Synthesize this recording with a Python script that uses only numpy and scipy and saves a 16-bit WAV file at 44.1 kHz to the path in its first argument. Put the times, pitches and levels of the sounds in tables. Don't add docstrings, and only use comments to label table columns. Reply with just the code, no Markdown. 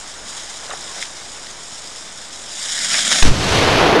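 import sys
import numpy as np
from scipy import signal
from scipy.fft import rfft, irfft
from scipy.io import wavfile
from scipy.ndimage import uniform_filter1d

SR = 44100
rng = np.random.default_rng(int(sys.argv[2]) if len(sys.argv) > 2 else 0)


def volts(x):
    e = np.asarray(x, float) / 20
    return 10 ** e


def dump(signal):
    limited = np.clip(np.atleast_2d(signal).T, -1, 1)
    pcm = np.round(limited * 32767).astype(np.int16)
    wavfile.write(sys.argv[1], SR, pcm)


N = 176400
T = np.arange(N) / SR
SHOT_S = 3.2252
QUIET_DB = -36.5

# (time [s], level [dB])
BURN_LEVEL = [(0.0, -33), (0.25, -36.5), (0.27, -29.5), (0.65, -33), (0.96, -31), (1.03, -27.5),
              (1.09, -34.5), (2.41, -34), (2.66, -25), (2.92, -21), (2.93, -19), (3.04, -19), (3.07, -18.5),
              (3.1, -18.5), (3.12, -17.5), (3.14, -17), (3.19, -18.5), (3.22, -19.5)]
# (frequency [Hz], density [dB per Hz])
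JET_COLOUR = [(90, -41), (200, -1.5), (460, -16.5), (640, 5), (950, -2.5), (2060, -1.5), (3400, -3.5),
              (16000, -6.5)]
# (time [s], width [s], boost [dB])
JET_SPURTS = [(.28, 0.04, -1), (.84, 0.042, 2), (2.65, .008, 1), (2.85, 0.019, 4), (2.939, 0.036, 2.5),
              (2.994, 0.0089, 3.5), (3.055, 0.0069, 1.5), (3.075, 0.014, 2), (3.123, 0.0077, 2.5),
              (3.162, 0.0028, 2.5), (3.194, 0.017, 3), (3.084, 0.0022, -4), (3.22, 0.0062, -1.5)]
# (frequency [Hz], density [dB per Hz])
AIR_COLOUR = [(10, -20), (30, 1.5), (60, -9), (250, -5.5), (420, -5.5), (620, -2), (1500, -2.5),
              (3000, -8.5)]
# (time [s], width [s], level [dB], pitch [Hz])
LEAF_CRUNCHES = [
    (.645, .03, -40, 1200),
    (.712, .02, -33, 1000),
    (.745, .02, -36, 800),
    (.88, .06, -44, 700),
    (.985, .03, -36, 1050),
    (1.035, .03, -40, 2500),
    (1.37, .02, -45, 2000),
]
# (time [s], peak [dB], pitch [Hz], decay to -60 dB [s])
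TWIG_SNAPS = [
    (.6955, -23, 660, .03),
    (.7045, -24, 3800, .025),
    (.7095, -22, 1220, .04),
    (.7145, -24, 1100, .03),
    (.7352, -15, 780, .022),
    (1.0262, -9, 2050, .009),
    (1.0343, -17, 2300, .006),
    (1.0535, -24, 2900, .012),
    (1.468, -23, 1900, .015),
]
# (time [s], length [s], level [dB], pitch [Hz])
BIRD_CALLS = [
    (.85, .045, -45, 3300),
    (.88, .06, -40, 1060),
    (1.545, .07, -46, 4000),
    (1.74, .07, -47, 1320),
]
# (time [s], level [dB])
ECHO_LEVEL = [(3.23, -11.5), (3.236, -17.5), (3.28, -20), (3.308, -26.5), (3.536, -15), (3.898, -11.5),
              (4.0, -12)]
# (frequency [Hz], density [dB per Hz])
ECHO_START_COLOUR = [(30, -20), (100, 4.5), (300, -10.5), (700, -9), (2000, -11), (4000, -10),
                     (6000, -11.5), (8000, -15.5)]
# (frequency [Hz], fade [dB per s])
ECHO_FADE = [(30, 2), (120, 15.5), (350, -12.5), (1000, -1.5), (3000, 8.5), (6000, 23.5), (8000, 35.5)]
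# (time after the shot [s], offset [full scale])
PREAMP_SWING = [(0, 0), (.0025, -.45), (.007, -1.05), (.016, -1.0), (.045, -.5), (.049, .2), (.063, .15),
                (.066, .72), (.08, .75), (.097, .04)]
# (frequency [Hz], gain [dB])
MIC_RESPONSE = [(20, 0), (6500, 0), (7750, -1), (8000, 2)]
# (frequency [Hz], gain [dB])
MIRROR_GAIN = [(8000, 0), (8800, -5.5), (10600, -16), (12300, -28.5), (13500, -47), (14500, -60),
               (16000, -62)]


def evened(x):
    return x / np.sqrt(np.mean(x ** 2) + 1e-20)


def read(points, hz):
    f, value = np.transpose(points)
    return np.interp(np.log(hz + 1), np.log(f + 1), value)


def noise():
    return rng.standard_normal(N)


def band_rms(x, lo_hz, hi_hz):
    z, hz = rfft(x), np.fft.rfftfreq(len(x), 1 / SR)
    band = z[(hz > lo_hz) & (hz < hi_hz)]
    return np.sqrt(2 * np.sum(abs(band) ** 2)) / len(x)


def slow(size):
    return evened(uniform_filter1d(uniform_filter1d(noise(), size), size))


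def shaped(x, field, patch_db):
    hz, t, z = signal.stft(x, SR, nperseg=512, noverlap=384)
    patches = uniform_filter1d(rng.standard_normal(z.shape), size=6, axis=0)
    patches = evened(uniform_filter1d(patches, size=16, axis=1))
    gain = volts(field(hz[:, None], t[None]) + patch_db * patches)
    return signal.istft(z * gain, SR, nperseg=512, noverlap=384)[1][:N]


def resonate(x, hz, width):
    turn = np.exp(2j * np.pi * hz * np.arange(len(x)) / SR)
    r = np.exp(-np.pi * width / SR)
    return 2 * (turn * signal.lfilter([1 - r], [1, -r], x / turn)).real


def sparks(per_s, spread_db):
    size = volts(spread_db * np.minimum(rng.exponential(1, N), 4)) * rng.choice([-1., 1.], N)
    return evened(size * (rng.random(N) < per_s / SR))


def path_echo(x):
    delay_s, gain = .00057, .55
    z, hz = rfft(x), np.fft.rfftfreq(N, 1 / SR)
    bounce = gain / (1 + (hz / 9000) ** 2) * np.exp(-2j * np.pi * hz * delay_s)
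    return irfft(z * (1 + bounce), N)


def bore_hum(over):
    hz, width_hz = 200, 120
    level_db = -85.5 + 2.5 * uniform_filter1d(over, size=4000)
    return volts(level_db) * evened(resonate(resonate(noise(), hz, width_hz), hz, width_hz))


def fuse():
    spark_share, roar_hz, roar_per_db = .35, 1770, 1.0358
    burn_db = np.interp(T, *np.transpose(BURN_LEVEL))
    spurt_db = sum(db * np.exp(-((T - s) / w) ** 2) for s, w, db in JET_SPURTS)
    over = np.maximum(burn_db - QUIET_DB, 0)
    drive = (1 - spark_share) * noise() + spark_share * sparks(per_s=4000, spread_db=3.0)
    strength = over ** 2 / 20 + spurt_db

    def colour(hz, t):
        roar = roar_per_db * (np.interp(t, T, strength) - 28.5) / (1 + (hz / roar_hz) ** 2)
        return read(JET_COLOUR, hz) + roar

    gas = path_echo(shaped(drive, colour, patch_db=1.5))
    flutter = evened(slow(size=90) + slow(size=400) + .7 * slow(size=1800))
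    flicker_db = (1.2 + .025 * over) * flutter
    gas = gas / band_rms(gas, 3280, 8630) * volts(burn_db + spurt_db + flicker_db - 1.0)
    return (gas + bore_hum(over)) * (T < SHOT_S)


def woods():
    z, hz = rfft(noise()), np.fft.rfftfreq(N, 1 / SR)
    air = irfft(z * volts(read(AIR_COLOUR, hz) - 4.35 * np.log2(1 + hz / 2500)), N)
    air = shaped(air, lambda hz, t: 0 * hz * t, patch_db=0.69)
    level_db = -39.5 + 1.9 * np.exp(-((T - .45) / 0.89) ** 2)
    return volts(level_db) * evened(air) * (T < SHOT_S)


def leaves():
    out, grit = np.zeros(N), sparks(per_s=4000, spread_db=1.8)
    for s, w, db, hz in LEAF_CRUNCHES:
        crunch = sum(resonate(resonate(grit, hz * m, hz * 0.52), hz * m, hz * 0.67) for m in (.7, 1.3))
        out += volts(db) * evened(crunch) * np.exp(-((T - s) / w) ** 2)
    return out


def twigs():
    out, t = np.zeros(N), np.arange(2000) / SR
    for s, db, hz, t60 in TWIG_SNAPS:
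        ring = np.zeros(len(t))
        for m, gain in [(1, .6), (1.6, .5), (2.4, .5)]:
            ring += gain * np.sin(2 * np.pi * hz * m * t) * volts(-60 * m * t / t60)
        out[round(s * SR):][:len(t)] += volts(db + 3) * ring * np.minimum(t * hz, 1)
    return out


def birds():
    out = np.zeros(N)
    for s, length, db, hz in BIRD_CALLS:
        u = np.clip((T - s) / length, 0, 1)
        out += volts(db) * np.sin(np.pi * u) * np.sin(2 * np.pi * hz * (T + 0.011 * length * u ** 2))
    return out


def crack(u):
    hz, width_hz, level_db, t60 = 2200, 3000, -9, .035
    burst = evened(resonate(resonate(noise(), hz, width_hz), hz, width_hz))
    return volts(level_db - 60 * u / t60) * np.minimum(u / .0008, 1) * burst


def thud(u):
    rise = u / .09
    return volts(-19) * rise * np.exp(1 - rise) * evened(resonate(noise(), hz=95, width=50))


def wobble(u):
    boom = evened(resonate(noise(), hz=200, width=115))
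    return volts(-10.5 - 60 * u / 0.32) * boom * np.minimum(u / .015, 1)


def tree_echo():
    slaps_per_s, slap_db = 100, 0.5

    def colour(hz, t):
        return read(ECHO_START_COLOUR, hz) - read(ECHO_FADE, hz) * np.maximum(t - SHOT_S, 0)

    echo = shaped(noise(), colour, patch_db=0.5)
    body = resonate(echo, hz=1205, width=2250)
    echo = echo / np.sqrt(uniform_filter1d(body ** 2, size=9000))
    slaps = slap_db * slow(size=int(SR / slaps_per_s / 3))
    return volts(np.interp(T, *np.transpose(ECHO_LEVEL)) + slaps + 1.0) * echo


def shot():
    u = np.maximum(T - SHOT_S, 0)
    return (crack(u) + thud(u) + tree_echo() + wobble(u)) * (T >= SHOT_S)


def scene():
    return (fuse() + woods() + leaves() + twigs() + birds() + shot())[None]


def overloaded(dry):
    u, offset, clip = T - SHOT_S, -.0068, .96
    swing = uniform_filter1d(np.interp(u, *np.transpose(PREAMP_SWING)), size=60)
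    swing = swing * np.clip((.7 - u) / .2, 0, 1)
    return np.clip(dry + swing + offset, -clip, clip)


def low_rate(x):
    half_hz, leak_db = 8000, -43
    hz = np.fft.rfftfreq(N, 1 / SR)
    z = rfft(x, axis=1) * volts(read(MIC_RESPONSE, hz))
    half = round(half_hz * N / SR)
    silent = np.zeros((1, len(hz) - 2 * half))
    mirrored = np.concatenate([z[:, :half], np.conj(z[:, half:0:-1]), silent], axis=1)
    leak = volts(leak_db) * np.roll(z, half, axis=1) * (hz > 12500) * (hz < 2 * half_hz)
    return irfft(mirrored * volts(read(MIRROR_GAIN, hz)) + leak, N, axis=1)


def top_cut(x):
    return signal.sosfilt(signal.butter(12, 15730, fs=SR, output="sos"), x)


def record(dry):
    mix = np.clip(low_rate(overloaded(dry)), -1, 1)
    return top_cut(mix)


dry = scene()
out = record(dry)
dump(out)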